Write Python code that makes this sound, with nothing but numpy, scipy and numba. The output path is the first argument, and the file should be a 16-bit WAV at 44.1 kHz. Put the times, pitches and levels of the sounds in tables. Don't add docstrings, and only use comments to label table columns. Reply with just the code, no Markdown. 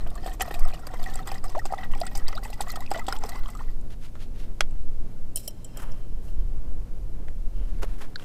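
import sys
import numpy as np
from scipy import signal
from scipy.fft import rfft, irfft
from scipy.io import wavfile
from numba import njit

SR = 44100
rng = np.random.default_rng(int(sys.argv[2]) if len(sys.argv) > 2 else 0)


def output_pcm(signal):
    pcm = np.clip(np.atleast_2d(signal).T, -1, 1) * 32767
    wavfile.write(sys.argv[1], SR, np.round(pcm).astype(np.int16))


N = 363384

# t/s, gurgle level/dB, spray level/dB
STREAM = [(0.0, -50.5, -61), (0.23, -52.5, -58.5), (0.45, -44, -57), (1.21, -45.5, -54), (1.47, -49, -56.5),
          (1.86, -44, -55.5), (1.99, -48.5, -53.5), (2.23, -49.5, -56.5), (2.66, -47.5, -57),
          (3.18, -39, -49.5), (3.65, -55, -62.5), (3.75, -63, -65)]
# f/Hz, level/dB
SPRAY_SPECTRUM = [(1200, -32), (2000, -12.5), (3200, -4), (5000, 1), (6600, -5.5), (8000, 0), (10300, -10),
                  (13700, -1), (15700, -7), (16400, -40)]
# f empty/Hz, f full/Hz, level/dB, t60/s
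POT_MODES = [(715, 830, -7, 0.11), (1150, 1190, 8, 0.0081), (1864, 1950, -7, 0.07),
             (1983, 2030, -11, 0.035), (2510, 2540, -16, 0.039), (3100, 3060, -16.5, 0.032)]
FULL_AT_S = 3.1
DROP_T60_S = 0.014


def amp(db):
    return 10 ** (np.asarray(db) / 20)


def unit(x):
    return x / np.sqrt(np.mean(x ** 2) + 1e-20)


def in_time(rows, outside_db=None):
    s, *columns = np.transpose(rows)
    t = np.arange(N) / SR
    return np.array([np.interp(t, s, column, outside_db, outside_db) for column in columns])


def coloured(x, spectrum):
    hz = np.maximum(np.fft.rfftfreq(len(x), 1 / SR), 1)
    f, db = np.transpose(spectrum)
    gain = amp(np.interp(np.log(hz), np.log(f), db))
    return unit(irfft(rfft(x) * gain, len(x)))


def band(x, lo_hz, hi_hz):
    edges = [lo_hz, min(hi_hz, .45 * SR)]
    return signal.sosfilt(signal.butter(2, edges, "band", fs=SR, output="sos"), x)


def drift(rate_hz):
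    r = np.exp(-2 * np.pi * rate_hz / SR)
    noise = rng.standard_normal(N + SR)
    return unit(signal.lfilter([1], [1, -2 * r, r * r], noise)[SR:])


def add(out, s, sound):
    i = int(s * SR)
    out[i:i + len(sound)] += sound[:max(N - i, 0)]


def grains(per_s, spread_db):
    sizes = amp(spread_db * np.minimum(rng.exponential(1, N), 5)) * rng.choice([-1, 1], N)
    return sizes * (rng.random(N) < per_s / SR) + 1e-18


def ring(x, hz, t60):
    r, w = amp(-60 / (t60 * SR)), 2 * np.pi * hz / SR
    return signal.lfilter([0, np.sin(w)], [1, -2 * r * np.cos(w), r * r], x)


@njit
def glide(x, hz, t60, sr):
    y = np.zeros(len(x))
    r = 10 ** (-3 / (t60 * sr))
    for i in range(2, len(x)):
        w = 2 * np.pi * hz[i] / sr
        y[i] = np.sin(w) * x[i - 1] + 2 * r * np.cos(w) * y[i - 1] - r * r * y[i - 2]
    return y


def bubble(hz, t60, rise, swell_s, scoop=0):
    scoop_s = 0.0006
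    t = np.arange(int((t60 + 3 * swell_s) * SR)) / SR
    climb = rise * t * t / t60
    birth = np.clip(scoop, -.5, .6) * scoop_s * np.exp(-t / scoop_s)
    cycles = hz * (t + climb + birth)
    envelope = amp(-60 * t / t60) * (1 - np.exp(-t / swell_s)) ** 2
    tone = np.sin(2 * np.pi * (cycles - cycles[0])) * envelope
    return tone / np.abs(tone).max()


def pot(blows):
    fill = np.clip(np.arange(N) / SR / FULL_AT_S, 0, 1)
    modes = []
    for empty_hz, full_hz, db, t60 in POT_MODES:
        hz = (empty_hz + (full_hz - empty_hz) * fill) * (1 + 0.025 * drift(10.4))
        modes.append(amp(db) * glide(blows, hz, t60, SR))
    return modes


def droplets(per_s, cycles):
    hits, dealt = grains(per_s, 4.3), rng.integers(0, 36, N)
    total = np.zeros(N)
    for k, hz in enumerate(np.geomspace(2200, 15000, 36)):
        total += ring(hits * (dealt == k) + 1e-18, hz, cycles / hz) * np.sqrt(hz)
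    return coloured(total, SPRAY_SPECTRUM)


def breaks_db():
    # middle t/s, length/s
    breaks = [(0.383, 0.074), (0.814, 0.051), (1.01, 0.012), (1.244, 0.031), (1.408, 0.056), (1.542, 0.027),
              (1.625, 0.048), (1.876, 0.06), (2.096, 0.056), (2.407, 0.046), (2.56, 0.062), (2.868, 0.078),
              (3.054, 0.11), (3.192, 0.068), (3.417, 0.036)]
    out = np.zeros(N)
    for s, length in breaks:
        add(out, s - length / 2, -9.5 * np.hanning(int(length * SR)) ** .5)
    return out


def lesser(count):
    when, size, *chances = rng.random((count, 5)).T
    s = when * STREAM[-2][0]
    db = 14 * (size - .5) + 2 * breaks_db()[(s * SR).astype(int)]
    return np.transpose([s, db, *chances])


def stream():
    gurgle_db, spray_db = in_time(STREAM, outside_db=-120) + breaks_db()
    lumps = amp(5.8 * np.minimum(drift(21.8), 1.8))
    small_bubbles = np.zeros(N)
    for s, pitch, size, rise in rng.random((1000, 4)):
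        hz = 560 * 2.5 ** pitch
        chirp = bubble(hz, 25 / hz, 0.34 * rise - .05, 0.0021)
        add(small_bubbles, s * 3.75, amp(20 * size) * chirp)
    pot_ring = unit(sum(pot(grains(790, 3.6) * lumps)))
    churn = unit(band(grains(3000, 3.0), 550, 1750)) * lumps ** 0.4
    gurgle = pot_ring + amp(-7.0) * unit(small_bubbles) + amp(-9.5) * churn
    drops = droplets(3000, cycles=56.0) * lumps ** 0.6
    froth = unit(band(grains(6000, 3.7), 1200, 4600)) * lumps ** 0.52
    spray = drops + amp(-10.5) * froth
    return amp(gurgle_db - 6.0) * gurgle + amp(spray_db - 3.0) * spray


def plops():
    # t/s, level/dB, f/Hz, t60/s, relative slap level/dB, swell/ms
    large = [(.064,-33.5,680,0.031,-39.5,.4), (.113,-41,700,0.049,-48,2), (.156,-37.5,1150,0.057,-48,.5),
             (.157,-43,700,.04,-58,1), (.175,-43,690,0.12,-44,0.88), (.234,-35.5,733,0.049,-47,1.5),
             (.261,-22.5,707,0.035,-33.5,0.46), (.275,-34.5,760,0.096,-34.5,5.1),
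             (.305,-42,730,0.059,-52,3.6), (.397,-35,720,0.045,-38,2.2), (.407,-21,754,0.05,-27.5,1.7),
             (.455,-35,686,0.032,-40,0.89), (.479,-27,684,0.03,-42,0.54), (.508,-32.5,784,0.043,-34.5,0.88),
             (.539,-37,760,0.046,-36,.6), (.551,-35,690,0.077,-52,4), (.589,-36,720,0.037,-42,0.68),
             (.607,-47,1200,.03,-44,1), (.62,-42,1240,.03,-55,1), (.65,-39,1250,.035,-51,1),
             (.676,-38,780,.035,-52,1.3), (.708,-38,720,0.022,-42,.8), (.735,-32.5,680,0.024,-55,.7),
             (.776,-48,730,0.037,-59,1), (.793,-40,725,0.044,-56,1), (.833,-42.5,1340,0.042,-60,1.1),
             (.852,-56,700,.04,-62,1), (.871,-48,750,.05,-38,.7), (.901,-38,740,0.069,-52,3.8),
             (.936,-37.5,740,0.074,-31.5,.7), (1.03,-44,710,0.067,-53,2), (1.059,-37,748,0.1,-57,2.3),
             (1.084,-41,1060,.035,-54,1), (1.112,-42.5,786,0.056,-53,2), (1.156,-35,754,0.038,-49,.7),
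             (1.191,-37,1290,0.054,-50,.6), (1.2,-37,752,0.096,-58,3.3), (1.275,-38,778,0.16,-37.5,.7),
             (1.317,-25.5,770,0.047,-41,0.59), (1.347,-39.5,767,0.09,-43,2.2), (1.266,-47,735,.04,-42,1.5),
             (1.44,-35.5,1130,0.052,-42,.7), (1.492,-38,720,.03,-53,1), (1.549,-37,730,0.044,-36,.5),
             (1.617,-41,1270,.03,-51,.8), (1.654,-28.5,770,0.029,-38,0.38), (1.703,-33,757,0.066,-50,2),
             (1.723,-21.5,750,0.025,-43,1), (1.736,-22,780,0.027,-52,1), (1.772,-33,774,0.028,-50,1),
             (1.785,-31,747,0.085,-41,0.9), (1.937,-35,1065,.025,-46,0.36), (1.954,-36,790,0.054,-54,3),
             (2.014,-18.5,678,0.026,-47,1.8), (2.033,-35.5,768,0.066,-50,1.5), (2.034,-36,1350,0.037,-55,1),
             (2.064,-40.5,742,.09,-56,1.5), (2.151,-32.5,790,.065,-38.5,0.76), (2.178,-36,750,.03,-44,.7),
             (2.203,-44,1260,0.033,-57,1.5), (2.216,-51,810,.04,-50,2), (2.281,-41,805,0.046,-39,.7),
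             (2.302,-40,774,0.047,-52,1.5), (2.328,-31.5,1270,0.022,-42,0.55), (2.391,-40,770,.04,-52,1.8),
             (2.427,-42,764,.045,-48,1.1), (2.455,-35.5,860,0.037,-46,.8), (2.5,-35,724,0.026,-55,0.63),
             (2.527,-34.5,825,0.04,-52,0.89), (2.605,-21.5,802,0.028,-34.5,1), (2.636,-40,1080,.04,-46,1),
             (2.67,-41,700,.05,-49,2), (2.738,-34.5,724,0.029,-54,1), (2.758,-32.5,1260,0.037,-41,.6),
             (2.772,-26.5,775,0.024,-44,0.77), (2.914,-19,789,0.037,-28.5,0.63),
             (2.947,-34,712,.06,-41,1.5), (2.96,-26,655,0.063,-39,1.7), (2.985,-39,790,0.056,-38,1),
             (3.082,-26,779,0.089,-29.5,0.81), (3.125,-24,1400,0.027,-38,0.45), (3.169,-39,856,0.07,-54,1),
             (3.222,-42,796,.03,-51,1.5), (3.223,-41,1300,.04,-55,1.5), (3.237,-25,770,0.022,-32,0.38),
             (3.249,-38,787,0.12,-54,1.8), (3.289,-39.5,704,0.053,-50,1.5), (3.324,-39,766,0.064,-53,1),
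             (3.348,-36,890,0.034,-44,0.71), (3.408,-51,1440,0.044,-53,2), (3.457,-35,1090,0.057,-44,.6),
             (3.482,-44,1050,0.039,-53,.6), (3.551,-35,1230,.04,-52,0.66), (3.59,-40,1400,.03,-50,1)]
    median_db = -56
    out, t = np.zeros(N), np.arange(SR // 20) / SR
    small = []
    for s, db, a, b, c in lesser(count=16):
        mode_hz = np.interp(s, [0, FULL_AT_S], POT_MODES[int(a > .8)][:2])
        level_db = median_db + db
        small.append((s, level_db, mode_hz * (1.0 + 0.066 * b), .05, level_db - 12 * c, 1 + 2 * b))
    rows = list(large) + small
    for (s, db, hz, t60, slap_db, swell_ms), noise in zip(rows, rng.standard_normal((len(rows), len(t)))):
        chirp = bubble(hz, max(t60, .01), 0.033, max(swell_ms, .1) / 1000, scoop=0.2)
        add(out, s, amp(db) * chirp)
        add(out, s, amp(slap_db + 14.5) * band(noise * amp(-60 * t / 0.054), 286, 1230))
    return out


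def glugs():
    # start t/s, length/s, first f/Hz, last f/Hz, level/dB before the wobble
    pockets = [(0.64, 0.037, 634, 810, -40), (0.979, 0.023, 590, 810, -43), (1.438, 0.035, 634, 856, -39.5),
               (1.547, 0.015, 1105, 845, -28), (1.553, 0.041, 518, 920, -26),
               (1.729, 0.016, 1220, 1255, -27.5), (1.819, .022, 607, 870, -38),
               (2.06, 0.012, 1280, 1530, -34), (2.33, 0.049, 488, 900, -39.5),
               (2.37, 0.017, 1040, 1610, -31.5), (2.665, 0.017, 967, 1350, -38),
               (2.685, 0.022, 1060, 1420, -39), (2.778, 0.038, 593, 877, -38),
               (2.806, 0.022, 843, 1356, -43), (2.935, 0.022, 1330, 1540, -39),
               (3.005, 0.025, 1350, 1200, -39.5), (3.118, 0.033, 598, 880, -36),
               (3.233, 0.026, 383, 500, -32.5), (3.337, 0.036, 813, 1300, -43),
               (3.424, 0.025, 1150, 1500, -50), (3.463, 0.013, 1020, 1440, -38.5),
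               (3.598, 0.018, 700, 1370, -34.5)]
    out = np.zeros(N)
    for s, length, first_hz, last_hz, db in pockets:
        u = np.linspace(0, 1, int(length * SR))
        hz = first_hz * (last_hz / first_hz) ** (u ** 1.46)
        phase = 2 * np.pi * np.cumsum(hz) / SR
        add(out, s, amp(db) * np.sin(np.pi * u ** 2.1) * np.sin(phase))
    return out * amp(2.5 * drift(77.0))


def splashes():
    # t/s, relative level/dB, t60/s, relative brightness/dB, plink f/Hz
    slugs = [(0.071, -36, 0.03, -14, 3000), (0.1017, -39, 0.037, -12, 3700),
             (0.154, -34.5, 0.023, -7, 8300), (0.2438, -33.5, 0.068, -21, 4940),
             (0.2593, -34.5, 0.23, -14.5, 3070), (0.397, -32, .06, -10, 2400),
             (0.407, -17, 0.037, -22, 2510), (0.416, -16, 0.041, -11, 7260),
             (0.4823, -36, 0.052, -14, 2570), (0.5092, -34, 0.095, -15, 2600),
             (0.5404, -30, 0.086, -13, 2510), (0.5906, -40, 0.04, -9, 4730), (0.634, -41, 0.04, -7, 2450),
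             (0.651, -45, 0.045, -8, 2510), (0.6784, -46, 0.05, -4.5, 2400), (0.7364, -35, 0.11, -19, 2850),
             (0.8682, -25, 0.034, -11.5, 4800), (0.9378, -44, 0.065, -4.5, 2270),
             (1.0287, -35, 0.033, -10, 4330), (1.038, -33, 0.05, -17, 7200), (1.058, -33, 0.017, -17, 2350),
             (1.0979, -34, 0.056, -13, 4430), (1.1373, -32.5, 0.031, -3.5, 3760),
             (1.1564, -23, 0.013, -6, 7570), (1.1897, -38, 0.031, -9, 4200),
             (1.2727, -26.5, 0.056, -12.5, 7700), (1.3146, -26, 0.032, -14, 2510),
             (1.3425, -34.5, 0.08, -13, 3190), (1.4396, -33.5, 0.065, -10, 4960),
             (1.481, -44, 0.028, -13, 4930), (1.4945, -33.5, 0.042, -9.5, 5130),
             (1.5504, -44, 0.04, -9, 2700), (1.578, -37, 0.044, -12, 4330), (1.5898, -45, 0.032, 6, 2700),
             (1.6545, -26, 0.063, -15.5, 4920), (1.723, -40, 0.048, -6, 5260),
             (1.7434, -38.5, 0.045, -13, 4500), (1.7794, -33, 0.045, -24, 3500),
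             (1.8352, -31, 0.021, -28, 2900), (1.9155, -39, 0.064, -7, 3000),
             (1.95, -28.5, 0.017, -18, 2320), (1.9766, -40, 0.035, -14, 2370),
             (2.0136, -21, 0.027, -31, 4880), (2.0662, -20, 0.033, -23, 8070),
             (2.1512, -23.5, 0.052, -15, 4940), (2.1724, -38, 0.064, 1.5, 2400),
             (2.2811, -17, 0.03, -16.5, 4550), (2.3264, -35, 0.04, -24, 2580),
             (2.352, -25.5, 0.029, -24, 4800), (2.3762, -24.5, 0.011, -28, 3940),
             (2.4334, -34.5, 0.13, -10, 4690), (2.502, -37, 0.032, -3.5, 4170),
             (2.5298, -28, 0.06, -24, 2720), (2.6065, -22.5, 0.092, -15, 8000),
             (2.6823, -33, 0.058, -12, 7200), (2.7024, -21.5, 0.019, -34, 4350),
             (2.7572, -29, 0.051, -14, 4700), (2.805, -36.5, 0.054, -10.5, 5100),
             (2.8619, -29, 0.019, -28, 2570), (2.9048, -35, 0.02, -4, 4640),
             (2.9135, -23, 0.041, -13.5, 7860), (2.9365, -37, 0.041, -7, 2400),
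             (2.9562, -33, 0.032, -23, 3280), (2.9747, -29, 0.036, -20, 3630),
             (2.9931, -36.5, 0.024, -1, 2520), (3.0656, -29, 0.043, -20, 4200),
             (3.0827, -20.5, 0.05, -19, 3310), (3.125, -16.5, 0.021, -12.5, 5200),
             (3.1637, -26.5, 0.023, -21, 3260), (3.1872, -32, 0.021, -14, 7460),
             (3.237, -25.5, 0.012, -8, 5300), (3.2585, -37, 0.067, -9, 5060), (3.29, -32, 0.032, -2, 4850),
             (3.3194, -36, 0.04, -23, 4060), (3.459, -29.5, 0.014, -24, 3160),
             (3.4815, -41.5, 0.026, -5, 7430), (3.5015, -38, 0.039, -10, 8130),
             (3.55, -37, 0.024, -7, 7900), (3.5713, -37, 0.031, -11, 7630), (3.812, -44, 0.01, -8, 8500)]
    median_db = -42
    low, high, plinks = np.zeros((3, N))
    t = np.arange(SR // 8) / SR
    small = [(s, median_db + db, 0.02 + 0.042 * a, -16 * b, 2300 * 3 ** c)
             for s, db, a, b, c in lesser(count=14)]
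    for s, db, t60, bright_db, hz in list(slugs) + small:
        fall = amp(-60 * t / max(t60, .005)) * (1 - np.exp(-t / 0.0015))
        add(low, s, amp(db - 9.0) * fall)
        add(high, s, amp(db + bright_db + 3.5) * fall)
        add(plinks, s, amp(db - 8.5) * bubble(hz, DROP_T60_S, 0.0096, 0.00024))
    wash = coloured(rng.standard_normal(N), SPRAY_SPECTRUM)
    drops = droplets(4500, cycles=33.0) + amp(-9) * wash
    return low * unit(band(drops, 1160, 7600)) + high * unit(band(drops, 5480, 13100)) + plinks


def drips():
    # t/s, level/dB, f/Hz
    drops = [(0.007, -44, 4090), (0.154, -42, 8130), (0.179, -47, 4260), (0.265, -49, 8700),
             (0.266, -45, 2560), (0.266, -45, 5730), (0.283, -46, 3830), (0.317, -44, 3120),
             (0.399, -40, 7490), (0.401, -46, 6160), (0.402, -42, 4950), (0.409, -25, 1904),
             (0.414, -25.5, 3030), (0.421, -33, 1920), (0.454, -44, 1870), (0.533, -43, 1890),
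             (0.541, -39, 3800), (0.547, -42, 4650), (0.548, -37, 2480), (0.606, -48, 4780),
             (0.619, -46, 2030), (0.631, -48, 1940), (0.641, -48, 1930), (0.652, -43, 8400),
             (0.726, -40, 2500), (0.735, -44, 4090), (0.743, -45, 4610), (0.746, -45, 1890),
             (0.747, -39, 2900), (0.775, -47, 2500), (0.957, -43, 2000), (1.032, -45.5, 3730),
             (1.032, -45, 5030), (1.039, -45, 4350), (1.06, -47, 4650), (1.062, -32, 1900),
             (1.144, -48, 1950), (1.158, -43, 2580), (1.191, -40, 1910), (1.23, -46, 3660),
             (1.273, -41, 4900), (1.273, -41, 8700), (1.275, -41, 1950), (1.29, -43, 5000),
             (1.301, -45, 3280), (1.304, -45, 2630), (1.316, -43, 7920), (1.316, -37, 4910),
             (1.342, -47, 4780), (1.343, -45, 6240), (1.355, -38, 1934), (1.381, -47, 1940),
             (1.457, -47, 5210), (1.481, -44, 4950), (1.589, -50, 8140), (1.593, -32, 1880),
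             (1.653, -46, 6890), (1.654, -41, 8610), (1.654, -44, 7710), (1.7, -45, 1940),
             (1.714, -44, 1810), (1.784, -31.5, 1930), (1.836, -39, 3750), (1.936, -40, 2940),
             (1.978, -45, 8270), (2.031, -41, 1966), (2.046, -45, 1980), (2.152, -45, 7320),
             (2.153, -53, 3100), (2.153, -39, 6170), (2.164, -37, 4870), (2.166, -43, 2200),
             (2.172, -38, 9470), (2.172, -46, 7840), (2.272, -37, 3830), (2.281, -45, 8740),
             (2.281, -38, 7280), (2.329, -36, 1980), (2.367, -40, 3770), (2.44, -46, 2120),
             (2.445, -43, 4650), (2.449, -38, 2630), (2.451, -40, 7940), (2.452, -43, 2000),
             (2.529, -45, 7750), (2.531, -41, 4860), (2.532, -44, 1980), (2.608, -33, 3720),
             (2.615, -40, 1940), (2.62, -47, 6120), (2.694, -38, 4910), (2.697, -35, 1980),
             (2.712, -34.5, 4100), (2.714, -47, 1950), (2.738, -44, 2600), (2.755, -43, 6800),
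             (2.756, -44, 8530), (2.758, -39.5, 3340), (2.806, -45, 3830), (2.806, -44, 1980),
             (2.821, -43, 1940), (2.876, -39.5, 2520), (2.914, -33, 5000), (2.936, -46, 7900),
             (2.936, -37, 4740), (2.938, -40, 5400), (2.975, -47, 6200), (2.982, -45, 7800),
             (2.992, -42, 7320), (2.994, -34.5, 2030), (2.997, -49, 4740), (3.015, -44, 1990),
             (3.086, -34.5, 7750), (3.093, -45, 4820), (3.125, -35, 3960), (3.128, -49, 7900),
             (3.237, -47, 3660), (3.237, -40, 7500), (3.237, -36, 6160), (3.259, -48, 3660),
             (3.265, -39, 5120), (3.291, -46, 4010), (3.328, -44, 2010), (3.331, -47, 3830),
             (3.349, -51, 1980)]
    # t/s, level/dB, f/Hz
    blips = [(0.133, -49, 600), (0.425, -31, 1240), (0.433, -33, 690), (0.495, -46, 730),
             (0.629, -48, 1720), (0.658, -35, 680), (0.878, -48, 870), (0.889, -42, 1730),
             (0.965, -50, 1720), (1.125, -52, 1730), (1.147, -41, 1340), (1.275, -35, 1164),
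             (1.29, -37, 835), (1.432, -42, 730), (1.505, -47, 1030), (1.514, -45, 1030),
             (1.591, -43, 1660), (1.713, -45, 1700), (1.84, -40, 1490), (2.127, -50, 606), (2.14, -49, 600),
             (2.223, -49, 1590), (2.241, -48, 1300), (2.291, -37, 1110), (2.435, -39, 1080),
             (2.562, -54, 1160), (2.571, -45, 865), (2.596, -41, 1370), (2.821, -37, 1030),
             (2.984, -31, 685), (3.0, -34, 864), (3.065, -54, 1590), (3.156, -42, 990), (3.292, -43, 1260),
             (3.314, -41, 945), (3.378, -46, 900), (3.383, -47, 1290), (3.413, -55, 860), (3.507, -49, 685),
             (3.562, -43, 1160)]
    # lowest f/Hz, highest f/Hz
    wall_hz = (1780, 2120)
    wall_t60_s = 0.031
    out = np.zeros(N)
    for s, db, hz in drops:
        on_wall = wall_hz[0] < hz < wall_hz[1]
        t60, swell_s = (wall_t60_s, 0.0012) if on_wall else (DROP_T60_S, 0.0006)
        add(out, s, amp(db) * bubble(hz, t60, 0.0074, swell_s))
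    for s, db, hz in blips:
        add(out, s, amp(db) * bubble(hz, 23 / hz, 0.1, 0.001))
    return out


def wall():
    # t/s, relative level/dB
    jolts = [(0.0697, -57), (0.1759, -32), (0.236, -31.5), (0.279, -28.5), (0.316, -38), (0.41, -20.5),
             (0.421, -39), (0.453, -42), (0.5095, -26), (0.5422, -30), (0.736, -40), (0.8769, -50),
             (0.941, -35), (1.037, -42), (1.061, -32.5), (1.1189, -38), (1.16, -37), (1.1735, -30),
             (1.274, -42), (1.293, -35), (1.3203, -28), (1.353, -33), (1.4486, -45), (1.552, -34),
             (1.592, -36), (1.6552, -40), (1.7365, -30), (1.7797, -39), (1.809, -33), (1.832, -26),
             (1.9128, -36), (1.935, -32.5), (2.0133, -36), (2.032, -35), (2.0728, -27), (2.175, -37),
             (2.1905, -32.5), (2.219, -40), (2.263, -32), (2.2825, -31), (2.3263, -32), (2.4293, -39),
             (2.452, -28.5), (2.53, -36), (2.6, -38), (2.6665, -31), (2.69, -30), (2.7245, -27.5),
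             (2.7616, -37), (2.8335, -37), (2.9045, -45), (2.9442, -19), (2.9943, -31), (3.0864, -39),
             (3.126, -24), (3.1617, -40), (3.3187, -32), (3.3872, -42), (3.594, -35.5), (3.6847, -40)]
    push, strikes, t = np.zeros(N), np.zeros(N), np.arange(SR // 10) / SR
    for s, db in jolts:
        add(push, s, amp(db - 27.0 - 60 * t / 0.061))
        add(strikes, s, amp(db - 17.0) * np.hanning(7))
    return sum(pot(push * rng.standard_normal(N) + strikes + 1e-18)[2:])


def snaps():
    # t/s, relative level/dB, t60/s, body f/Hz, body width as a ratio,
    # edge f/Hz, edge, treble relative level/dB, bass f/Hz, bass relative level/dB
    buckles = [(4.154, -33.5, 0.089, 1400, 1.28, 3600, -10, -10, 500, -6),
               (4.6069, -6.5, 0.02, 1380, 1.266, 2130, 6, -6, 560, -9),
               (4.6083, -9.5, 0.03, 1370, 1.25, 3130, 2.5, 0.5, 560, -6),
               (4.71, -48, 0.01, 2600, 1.2, 7900, 4, -10, 500, -20),
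               (4.225, -46, 0.03, 2000, 1.1, 2600, 0, -14, 500, -20),
               (4.405, -50, 0.03, 1800, 1.2, 2500, -2, -14, 500, -20),
               (7.284, -31, 0.018, 1420, 1.5, 3030, -7, -12, 484, -2.5),
               (7.831, -24.5, 0.02, 1070, 1.3, 2900, -5, -3, 384, 4),
               (7.8331, -17.5, 0.026, 940, 1.3, 3020, -10, -10.5, 340, 0),
               (7.841, -36, 0.022, 900, 1.3, 2950, -8, -10, 480, 12.5),
               (8.1583, -13, 0.012, 1550, 1.08, 4140, -3.5, -24, 500, -29),
               (8.1618, -30, 0.013, 1510, 1.07, 4250, 6, -22, 500, -32),
               (8.197, -32, 0.024, 1410, 1.2, 3100, 0, -11, 500, -18),
               (8.224, -35.5, 0.04, 990, 1.1, 3000, 3, -10, 480, 1)]
    out, t = np.zeros(N), np.arange(SR // 10) / SR
    for row, noise in zip(buckles, rng.standard_normal((len(buckles), 4, len(t)))):
        s, db, t60, hz, ratio, edge_hz, edge_db, treble_db, bass_hz, bass_db = row
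        noise[:, 0] += 18.0
        crack = noise * (amp(-60 * t / t60) + amp(-30.0 - 60 * t / 0.16))
        body = amp(7.5) * band(crack[0], hz / ratio, hz * ratio)
        edge = amp(edge_db + 5.5) * band(crack[1], edge_hz * 0.91, edge_hz * 1.1)
        treble = amp(treble_db) * band(crack[2], 2400, 6900)
        bass = amp(bass_db + 13.5) * band(crack[3], bass_hz * 0.71, bass_hz * 1.55)
        add(out, s, amp(db - 12.0) * (body + edge + treble + bass))
    return out


def clinks():
    # t/s, relative level/dB, five zone levels/dB, chatter t60/s, relative thud level/dB
    touches = [(5.358, -17.5, -12, -15, -17, -7, -14, 0.014, -53),
               (5.37, -19, -16, -16, -22, -21, -14, 0.042, -49.5),
               (5.395, -36, -21, -21, -23, -23, -9, 0.02, -62),
               (5.477, -17.5, -10.5, -17, -17, -21, -10, 0.021, -44.5),
               (5.5064, -41, -13, -20, -7, -20, -22, 0.02, -55),
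               (5.6454, -30, -9, -24, -13, -11, -30, 0.013, -67),
               (5.7713, -26, -15, -25, -13.5, -13, -16, 0.015, -49),
               (5.8174, -45, -20, -22, -6, -13, -18, 0.03, -50),
               (5.9165, -42.5, -16, -26, 1.5, -19, -24, 0.015, -51.5),
               (6.2805, -46.5, 2, -16, -14, -23, -20, 0.02, -59),
               (6.405, -50, -2, -20, -22, -25, -25, 0.02, -69)]
    zones_hz = [3000, 4000, 5400, 8500, 13000]
    # f/Hz, relative level/dB, t60/s before each member's damping
    modes = [(2740, -20.5, 0.073), (3070, -11, 0.053), (3970, -14.5, 0.06), (4120, -16, 0.056),
             (5180, -3.5, 0.045), (5660, -12.5, 0.065), (7060, -9, 0.041), (7700, -3.5, 0.048),
             (8300, -8, 0.035), (8500, -12, .06), (9230, -4.5, 0.035), (9100, -19, 0.019),
             (9840, -19, 0.021), (11150, -1, 0.019), (12000, -12, 0.05), (13100, -10, 0.025),
             (13800, -11, .03), (14800, -14, .02)]
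    # t/s, relative level/dB, brightness/(dB per octave)
    slide = [(5.375, -63, 2), (5.40, -53, 3), (5.412, -57, 0), (5.425, -66, 2), (5.435, -55, -2),
             (5.465, -60, 4), (5.475, -71, 2), (5.5, -75, -4), (5.74, -75, -14), (5.77, -80, -25),
             (5.9, -88, -25.5), (6.05, -92, -24), (6.2, -90, -16), (6.29, -84, -14), (6.4, -86, -16),
             (6.5, -115, -30), (7.45, -115, -26), (7.56, -90, -26), (7.7, -97, -26), (7.8, -115, -26)]
    out, metal, t = np.zeros(N), np.zeros(N), np.arange(SR // 30) / SR
    hz, mode_db, t60 = np.transpose(modes)
    slide_db, tilt_db = in_time(slide, outside_db=-150)
    octaves = np.log2(hz[:, None] / 7000)
    catch_db = 2.0 * np.array([drift(25.0) for _ in hz])
    feed_db = slide_db - 19.5 + mode_db[:, None] + np.maximum(tilt_db, -30) * octaves + catch_db
    blows = amp(feed_db) * unit(grains(9000, 2.2))
    lucks = rng.standard_normal((len(touches), len(modes)))
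    for (s, db, *zones_db, chatter_s, thud_db), luck in zip(touches, lucks):
        chatter = rng.standard_normal(len(t)) * amp(-60 * t / chatter_s)
        chatter[0] += 4.0
        zone_db = np.interp(np.log(hz), np.log(zones_hz), zones_db)
        strengths = amp(db - 16.0 + mode_db + zone_db + 2.3 * luck)
        for row, strength in zip(blows, strengths):
            add(row, s, strength * chatter)
        add(metal, s, amp(db - 12.0) * chatter)
        add(out, s + 0.00247, amp(thud_db + 10.0) * bubble(606, 0.016, 0, 0.0013))
    metal += amp(slide_db + 1.0 + np.clip(tilt_db, -20, 0)) * rng.standard_normal(N)
    first, last = int(5.3 * SR), int(7.9 * SR)
    cluster = ((1, 1.0, 1.0), (.965, 0.31, -1.4), (1.03, 0.49, -1.2), (0.97, 0.21, 0.89))
    for row, f, decay in zip(blows[:, first:last], hz, t60):
        for detune, damping, gain in cluster:
            metal[first:last] += gain * ring(row, f * detune, decay * damping)
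    return out + band(band(metal, 1500, 16000), 1600, 17000)


def rustle():
    # start t/s, length/s, low, mid, treble level/dB
    scuffs = [(3.898, 0.053, -64, -57, -62.5), (4.006, 0.1, -65, -59, -62.5),
              (4.187, 0.08, -63, -55.5, -63), (4.337, 0.16, -66, -60, -66), (5.736, 0.18, -48, -85, -60.5),
              (5.79, 0.052, -66, -81, -56), (5.863, 0.2, -61.5, -81, -68), (6.207, 0.14, -64, -82, -63),
              (7.506, 0.56, -66, -69.5, -71.5), (7.817, 0.041, -44.5, -66, -54),
              (7.975, 0.058, -61, -68, -61), (8.001, 0.021, -52, -72, -70), (8.012, 0.055, -53, -59, -63),
              (7.824, 0.41, -60.5, -68.5, -68), (8.177, 0.14, -52, -56, -57.5)]
    levels = np.zeros((3, N))
    for s, length, *db in scuffs:
        stroke = np.sin(np.pi * np.linspace(0, 1, int(length * SR)) ** 0.72)
        for level, gain in zip(levels, amp(db)):
            add(level, s, gain * stroke)
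    scratch = grains(5000, 0.95) * amp(2.3 * drift(42.0))
    edges = ((300, 1400), (1400, 4000), (4000, 13000))
    low, mid, treble = (level * unit(band(scratch, lo, hi)) for level, (lo, hi) in zip(levels, edges))
    return low - mid + treble


def wind():
    # t/s, buffeting level/dB, rumble level/dB
    gusts = [(0.0, -16.5, -36), (0.46, -39, -33.5), (0.66, -8, -39), (0.78, -40, -41), (0.92, -21.5, -38),
             (1.84, -23.5, -45.5), (1.92, -14.5, -41), (2.06, -24, -53), (2.18, -11.5, -32),
             (2.5, -29, -39), (3.08, -24.5, -38.5), (3.44, -15.5, -35.5), (3.53, -40, -37),
             (3.67, -18, -44), (4.11, -24.5, -42.5), (4.8, -16.5, -35.5), (5.6, -33.5, -45),
             (6.1, -14.5, -36.5), (6.17, -24, -30.5), (6.75, -18.5, -31), (6.82, -24, -33),
             (7.34, -18, -32.5), (7.44, -14.5, -45), (7.55, -21.5, -28), (7.92, -24, -30.5),
             (8.24, -28.5, -69)]
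    # f/Hz, level/dB
    buffet_spectrum = [(2.4, -10), (4.0, 12.5), (16, 3.5), (23, -10), (30, -7), (39, -50), (66, -120)]
    # f/Hz, level/dB
    rush_spectrum = [(41, -17), (70, -7), (125, -12.5), (275, -18), (395, -22.5), (420, -22.5),
                     (516, -24.5), (813, -32.5), (3000, -49), (3900, -74), (6600, -120)]
    buffet_db, rumble_db = in_time(gusts)
    buffet = amp(buffet_db) * coloured(rng.standard_normal(N), buffet_spectrum)
    rumble = amp(rumble_db) * unit(band(band(rng.standard_normal(N), 21.4, 41.3), 25.6, 130))
    rush_db = -45.5 - 0.82 * drift(0.095) + 1.2 * drift(7.7)
    rush = amp(rush_db) * coloured(rng.standard_normal(N), rush_spectrum)
    return buffet + rumble + rush


def drone():
    # t/s, fundamental level/dB, second harmonic level/dB, before the wavering
    harmonics = [(0, -76, -65.5), (1.5, -54.5, -63), (3, -50.5, -53), (4.5, -51.5, -57), (6, -47.5, -82),
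                 (6.6, -49, -66), (8.24, -56.5, -74)]
    phase = 2 * np.pi * np.cumsum(119.4 + 2.58 * drift(3.26)) / SR
    first, second = amp(in_time(harmonics) + 2.0 * drift(9.5))
    return first * np.sin(phase) + second * np.sin(2 * phase)


def self_noise():
    # f/Hz, level/dB
    hiss_spectrum = [(880, -8), (1500, -14), (1760, -27.5), (2110, -10.5), (4080, -8.5), (12500, -13),
                     (16400, -17)]
    return amp(-65) * coloured(rng.standard_normal(N), hiss_spectrum)


def scene():
    background = wind() + drone() + self_noise()
    churning = amp(2 * drift(93.0))
    water = stream() + churning * (plops() + drips()) + glugs() + splashes() + wall()
    return (background + water + snaps() + clinks() + rustle())[None]


def record(dry):
    return signal.sosfilt(signal.cheby2(12, 70, 16700, fs=SR, output="sos"), dry)


dry = scene()
out = record(dry)
output_pcm(out)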